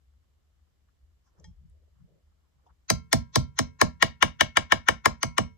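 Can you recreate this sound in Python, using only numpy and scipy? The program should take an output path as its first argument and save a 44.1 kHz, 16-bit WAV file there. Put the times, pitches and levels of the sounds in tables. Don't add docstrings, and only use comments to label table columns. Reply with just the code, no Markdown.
import sys
import numpy as np
from scipy import signal
from scipy.fft import rfft, irfft, next_fast_len
from scipy.io import wavfile
from scipy.ndimage import uniform_filter1d

SR = 44100
rng = np.random.default_rng(int(sys.argv[2]) if len(sys.argv) > 2 else 0)


def ratio_of_db(decibels):
    return 10 ** (np.asarray(decibels, float) / 20)


def inscribe(sig):
    pcm = np.round(np.clip(np.atleast_2d(sig).T, -1, 1) * 32767)
    wavfile.write(sys.argv[1], SR, pcm.astype(np.int16))


N = 245637
PAD = next_fast_len(N + SR)
HZ = np.maximum(np.fft.rfftfreq(PAD, 1 / SR), 1)

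# frequency in Hz, level in dB per Hz.
RUMBLE = [(12, -43), (20, -12), (43, -1), (76, 4.5), (88, -9), (97, -24.5), (120, -39), (160, -58.5),
          (260, -120)]
HISS = [(60, -42), (100, -2), (315, -17), (600, -21.5), (1100, -24.5), (5400, -31), (8200, -31.5),
        (8500, -43.5), (9500, -45.5), (9800, -36), (14300, -37.5), (14800, -49.5), (17000, -63)]
RUMBLE_DB, HISS_DB = -66.5, -79.5
SWELLS_PER_S, SWELL_DB = 9, 3.5
# middle in seconds, length in seconds, peak in dB.
LEANS = [
    (1.04, 0.032, -57),
    (1.55, 0.51, -61.5),
    (2.72, .12, -62),
]

# middle in seconds, length in seconds, peak in dB.
BUMPS = [
    (1.18, 0.063, -76),
    (1.4, 0.045, -61.5),
    (1.49, 0.13, -57),
    (1.63, 0.19, -67),
    (2.05, 0.34, -66),
    (2.58, 0.07, -73),
    (2.72, 0.062, -74),
]
RUBS = [
    (1.42, 0.17, -72),
    (1.8, 0.22, -81),
    (2.14, 0.26, -77.5),
    (2.67, 0.13, -82),
]
SCUFFS = [
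    (.89, .02, -84),
    (1.3, 0.08, -88),
    (1.4, 0.1, -76.5),
    (2.01, 0.087, -82),
    (2.4, 0.46, -93),
    (2.59, .06, -93),
    (2.67, 0.15, -80),
]
SWISHES = [
    (1.27, .12, -89),
    (1.39, .03, -86),
    (1.47, .08, -83),
    (2.67, .03, -90),
]
RESTLESS_DB = -96.5, -106, -101, -104

# frequency in Hz, level in dB, t60 in seconds.
ROOM = [(60, -14.5, 0.14), (153, -11, 0.42), (297, -10, 0.1), (467, -7, 0.12), (1500, -24, 0.2),
        (4200, -12, .18), (6760, -13.5, 0.14), (11500, -29.5, 0.11)]
# frequency in Hz, phase lead in radians.
PORT_PHASE = [(30, 0.18), (60, 0.42), (125, 1.4), (250, 2.5), (500, 2.15), (700, 1.8), (1100, 1.4),
              (1400, 0.9), (1800, 5.46), (2300, 6.93), (2800, 8.33), (4000, 4.17), (6400, 4.82),
              (9000, 3.8), (13000, 0.1)]
# frequency in Hz, left minus right in dB.
BALANCE_DB = [(40, -2), (80, -5), (140, -2), (200, -4), (300, -2), (800, -1), (1050, 8), (1800, 6),
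              (2300, 7), (3200, 8), (4500, 3), (6000, 1), (16000, 0)]
LATE_CYCLES = 2.1

# start in seconds, peak in dB, pitch in Hz, t60 in seconds.
TAPS = [(0.887, -55, 1430, 0.043), (.885, -63, 3500, 0.011), (1.398, -45, 6300, 0.023),
        (1.698, -52, 8700, .015), (1.746, -57, 560, 0.079), (1.873, -49.5, 500, 0.036),
        (2.002, -74, 1300, 0.052), (2.125, -79.5, 513, .04), (2.591, -57, 890, 0.071),
        (2.662, -42, 837, 0.083), (2.689, -56, 1000, 0.11), (2.668, -62, 3100, 0.032)]
# frequency in Hz, level in dB, t60 in seconds.
CLINK = [(870, -3, .12), (1850, 0, .06), (2200, -14, .1), (3250, -8, .15), (4100, -7, .06), (5000, -1, .05),
         (5650, -4, .14), (6250, -2, .06), (8000, -16, .06)]
CLINK_S, CLINK_DB = 1.442, -57

# start in seconds, body in dB, tip contact in dB, push into the board in dB,
# lean from low knock to high edge in dB.
BLOWS = [(2.9007, -28, -14, -22, -6), (3.1285, -24.5, -12.5, -18, -4), (3.357, -27.5, -15, -19, -6),
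         (3.5889, -26.5, -18.5, -25, -0.5), (3.8138, -20, -15.5, -23, -9), (4.0246, -18, -15.5, -28, -1.5),
         (4.2253, -16.5, -16, -27, 1.5), (4.4086, -16.5, -17.5, -29.5, 3.5), (4.57, -16.5, -19.5, -31, 1),
         (4.721, -16.5, -19.5, -30, -2), (4.8857, -17.5, -19, -30.5, -2), (5.057, -20, -17.5, -27.5, -11),
         (5.23, -29.5, -21, -29, -5), (5.3808, -23, -21, -23.5, -6)]
# frequency in Hz, level in dB,
# t60 in seconds.
TICK = [(4204, -6.5, 0.026), (4763, -6, 0.028), (5270, -9.5, 0.034), (5940, -2, 0.018), (6310, 3.5, 0.0091),
        (7690, -3.5, 0.0056), (8920, -12.5, 0.034), (9590, 0.5, 0.01)]
HOLLOW = [(412, -12, 0.062), (483.8, 5, 0.051), (637.7, 8.5, 0.056), (753.5, -2.5, 0.067)]
KNOCK = [(892, -10, 0.048), (1084, 10.5, 0.02), (1200, -4, 0.032), (1440, 4, 0.018)]
CLACK = [(1513, 1, 0.019), (1620, 2.5, 0.036), (1798, 11.1, 0.015), (1951, 1, 0.018), (2078, 0.67, 0.016)]
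EDGE = [(2214, 0.5, 0.032), (2506, -1, 0.01), (2734, 3, 0.017), (2910, -1, 0.029), (3156, -6.5, 0.03),
        (3732, -6.5, 0.036)]
THUMP = [(135, -3, .12), (160, -4, .17), (190, -6, .12), (235, -2, .13), (260, -13, .1)]
BOOM = [(55, -4, .22), (72, -3, .22), (88, -5, .22)]
CUTLERY = [(441, -15, .5), (560, -10, .3), (969, -3, .36), (1055, -5, .32), (1357, -4, .28),
           (1604, -16, .5), (2439, -6, .18), (2606, -11, .29), (3138, -16, .29), (5679, 0, .2)]
BOWL = [(2067, -9, .3), (2143, -7, .3), (2191, 0, .36)]
# start in seconds, level in dB, #
# frequency in Hz, t60 in seconds.
SETTLE = [
    (3.65, -52, 165, .3),
    (5.262, -36, 160, .2),
    (5.43, -46, 150, .2),
    (5.385, -48, 5679, .28),
    (3.816, -54, 5679, .22),
    (5.06, -48, 2191, .4),
    (4.41, -50, 2191, .5),
    (4.575, -52, 2191, .5),
    (4.725, -52, 2191, .5),
]
# frequency in Hz, level in dB.
CRACK = [(2500, -4), (4000, 3.5), (6200, 5), (8500, 7), (9600, -25), (10500, -27)]
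SPARKLE = [(9000, -31.5), (10500, -6.5), (13000, -10.5), (15000, -14.5), (16500, -15.5)]
HOLLOW_DB, HOLLOW_FOLLOWS_PUSH = -5, 0.37
CLACK_DB, THUMP_DB, BOOM_DB = 2, 4, -4
CUTLERY_DB, BOWL_DB, WARE_FOLLOWS_PUSH = -38.5, -54.5, 0.38
CRACK_DB, SPARKLE_DB, SPARKLE_GROWTH = -2.4, 18.5, 1.6

# frequency in Hz, left in dB, right in dB.
SMEAR = [(300, -18, -21.5), (1000, -12.5, -16.5), (2400, -12, -27), (3460, -6, -26), (5500, -16.5, -7.5),
         (7220, -8.5, -9), (7700, -65.5, -60)]
FRAME, FRAME_START = 1024, 220
HOLE_FROM_HZ, HOLE_WIDTH_HZ, HOLE_SHARE, HOLE_DB = 7900, 600, .4, -22


def curve(rows, column=1):
    rows = np.array(rows)
    return np.interp(np.log(HZ), np.log(rows[:, 0]), rows[:, column])


def shape(x, gain):
    return irfft(rfft(x, PAD) * gain, PAD)[..., :N]


def unit(x):
    return x / np.sqrt(np.mean(x ** 2))


def band(lo_hz, hi_hz, like):
    a, b = rng.standard_normal((2, N))
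    pair = np.array([a, like * a + np.sqrt(1 - min(like ** 2, 1)) * b])
    sos = signal.butter(3, [lo_hz, hi_hz], "band", fs=SR, output="sos")
    return unit(signal.sosfilt(sos, pair))


def flicker(rate, depth_db):
    step = int(SR / rate)
    levels = np.repeat(rng.standard_normal(N // step + 1), step)[:N]
    return ratio_of_db(depth_db * uniform_filter1d(levels, step))


def movements(rows, still_db):
    t = np.arange(N) / SR
    return ratio_of_db(still_db) + sum(ratio_of_db(db) * np.exp(-(3 * (t - s) / length) ** 2) for s, length, db in rows)


def strike(out, s, db, modes, detune, scatter_db, rise):
    hz, mode_db, t60 = np.transpose(modes)[:, :, None]
    luck = rng.standard_normal((len(hz), 2))
    start = int(s * SR)
    t = np.arange(min(int(.5 * SR), N - start)) / SR
    swell = 1 - np.exp(-(t * hz / rise) ** 2)
    ring = swell * np.sin(2 * np.pi * hz * (1 + detune * luck[:, :1]) * t)
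    level = ratio_of_db(db + mode_db + scatter_db * luck[:, 1:] - 60 * t / t60)
    out[start:start + len(t)] += (ring * level).sum(0)


def chatter(times, dbs, colour, fast_s, slow_s, slow_share):
    out, t = np.zeros(N), np.arange(SR // 7) / SR
    for s, db in zip(times, dbs):
        fade = np.exp(-t / fast_s) + slow_share * np.exp(-t / slow_s)
        start = int(s * SR)
        out[start:start + len(t)] += ratio_of_db(db) * rng.standard_normal(len(t)) * fade
    return shape(out, ratio_of_db(curve(colour)))


def rumble_and_hiss():
    a, b = (shape(rng.standard_normal(N), ratio_of_db(curve(RUMBLE))) for _ in range(2))
    rumble = unit(np.array([1.3 * a + 0.3 * b, a - 0.3 * b]))
    rumble = movements(LEANS, RUMBLE_DB) * flicker(SWELLS_PER_S, SWELL_DB) * rumble
    hiss = unit(shape(rng.standard_normal((2, N)), ratio_of_db(curve(HISS))))
    return rumble + ratio_of_db(HISS_DB) * hiss


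def hands():
    bump, rub, scuff, swish = map(movements, (BUMPS, RUBS, SCUFFS, SWISHES), RESTLESS_DB)
    out = bump * flicker(30, depth_db=4) * band(115, 180, like=-.3)
    out += rub * flicker(60, depth_db=4) * band(300, 620, like=.2)
    out += scuff * flicker(60, depth_db=6.5) * band(750, 1500, like=.2)
    return out + swish * flicker(42, depth_db=3) * band(5000, 6800, like=.2)


def room(x):
    t, rows, tail = np.arange(N) / SR, np.array(ROOM), 0
    for hz in 70 * 2 ** np.arange(0, 8, .5):
        db, t60 = (np.interp(np.log(hz), np.log(rows[:, 0]), rows[:, k]) for k in (1, 2))
        fade = ratio_of_db(np.maximum(-60 * t / t60, -200)) * (1 - np.exp(-t / .003))
        near = np.exp(-(np.log2(HZ / hz) / 0.5) ** 2)
        noise = rfft(fade * rng.standard_normal((2, N)), PAD) / np.sqrt(np.sum(fade ** 2))
        tail = tail + ratio_of_db(db) * near * noise
    return shape(x, tail)


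def through_table(x):
    late = np.exp(-2j * np.pi * LATE_CYCLES * np.log((HZ + 40) / (SR / 2)))
    lean = ratio_of_db(curve(BALANCE_DB) / 2)
    left = shape(x, late * lean)
    right = shape(x, late / lean * np.exp(1j * curve(PORT_PHASE)))
    return np.array([left, right])


def taps_and_clink():
    out = np.zeros(N)
    for s, db, hz, t60 in TAPS:
        modes = [(hz * k, -3, max(t60, .005)) for k in (.9, 1, 1.13)]
        strike(out, s, db - 15.0, modes, .02, 2, rise=1.04)
    strike(out, CLINK_S, CLINK_DB, CLINK, 0, 0, rise=0.87)
    return out + chatter([CLINK_S], [-64], CRACK, 0.003, .02, 0.4)


def blows():
    out = np.zeros(N)
    for s, body, tip, push, lean in BLOWS:
        knock, edge = body - lean / 2, body + lean / 2
        hollow = knock + HOLLOW_FOLLOWS_PUSH * (push - knock) + HOLLOW_DB
        levels = (tip, hollow, knock, body + CLACK_DB, edge)
        for db, modes in zip(levels, (TICK, HOLLOW, KNOCK, CLACK, EDGE)):
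            strike(out, s, db, modes, .02, 1.3, rise=.6)
        strike(out, s, push + THUMP_DB, THUMP, .03, 2, rise=.8)
        strike(out, s, push + BOOM_DB, BOOM, .04, 1.5, rise=.6)
        strike(out, s, CUTLERY_DB + WARE_FOLLOWS_PUSH * push, CUTLERY, .001, 3, rise=4)
        strike(out, s, BOWL_DB, BOWL, .001, 2, rise=4)
    for s, db, hz, t60 in SETTLE:
        strike(out, s, db, [(hz, -3, t60)], 0, 0, rise=0.53)
    s, _, tip = np.transpose(BLOWS)[:3]
    out += chatter(s + .0005, tip + CRACK_DB, CRACK, .0018, .01, .15)
    return out + chatter(s + 0.00035, SPARKLE_GROWTH * tip + SPARKLE_DB, SPARKLE, 0.0002, 0.018, 0.035)


def scene():
    direct = through_table(blows() + taps_and_clink())
    return direct + room(direct) + hands() + rumble_and_hiss()


def smear_ahead(x):
    before = np.arange(PAD)[::-1] / SR
    ahead = np.exp(-before / 0.0045) + 0.072 * np.exp(-before / 0.012)
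    smear = rfft(ahead * rng.standard_normal((2, PAD))) / np.sqrt(np.sum(ahead ** 2))
    smear *= ratio_of_db([curve(SMEAR, 1), curve(SMEAR, 2)])
    gate = np.ones(N)
    for s, *_ in BLOWS:
        start = int(((s - .01) * SR - FRAME_START) // FRAME) * FRAME + FRAME_START
        gate[start - 2 * FRAME:start] = 0
    return x + uniform_filter1d(gate, size=500) * shape(x, smear)


def treble_holes(x):
    hz, t, z = signal.stft(x, SR, nperseg=FRAME, noverlap=FRAME // 2)
    since = t[:, None] - np.array(BLOWS)[:, 0]
    tail = ((since > .017) & (since < .12)).any(1)
    patch = np.maximum((hz - HOLE_FROM_HZ) // HOLE_WIDTH_HZ + 1, 0).astype(int)
    draw = rng.random((patch.max() + 1, len(t)))
    dropped = draw[patch][:, np.arange(len(t)) // 2] < HOLE_SHARE
    z = z * np.where(dropped & tail & (patch > 0)[:, None], ratio_of_db(HOLE_DB), 1)
    return signal.istft(z, SR, nperseg=FRAME, noverlap=FRAME // 2)[1][:, :N]


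def top_cut(x):
    return signal.sosfilt(signal.butter(12, 17150, fs=SR, output="sos"), x)


def record(dry):
    wet = smear_ahead(dry)
    wet = treble_holes(np.tanh(1.554 * wet) / 1.08)
    wet = signal.sosfilt(signal.butter(2, 46, "high", fs=SR, output="sos"), wet)
    wet = signal.sosfilt(signal.ellip(6, .2, 70, 15700, fs=SR, output="sos"), wet)
    return top_cut(wet)


dry = scene()
out = record(dry)
inscribe(out)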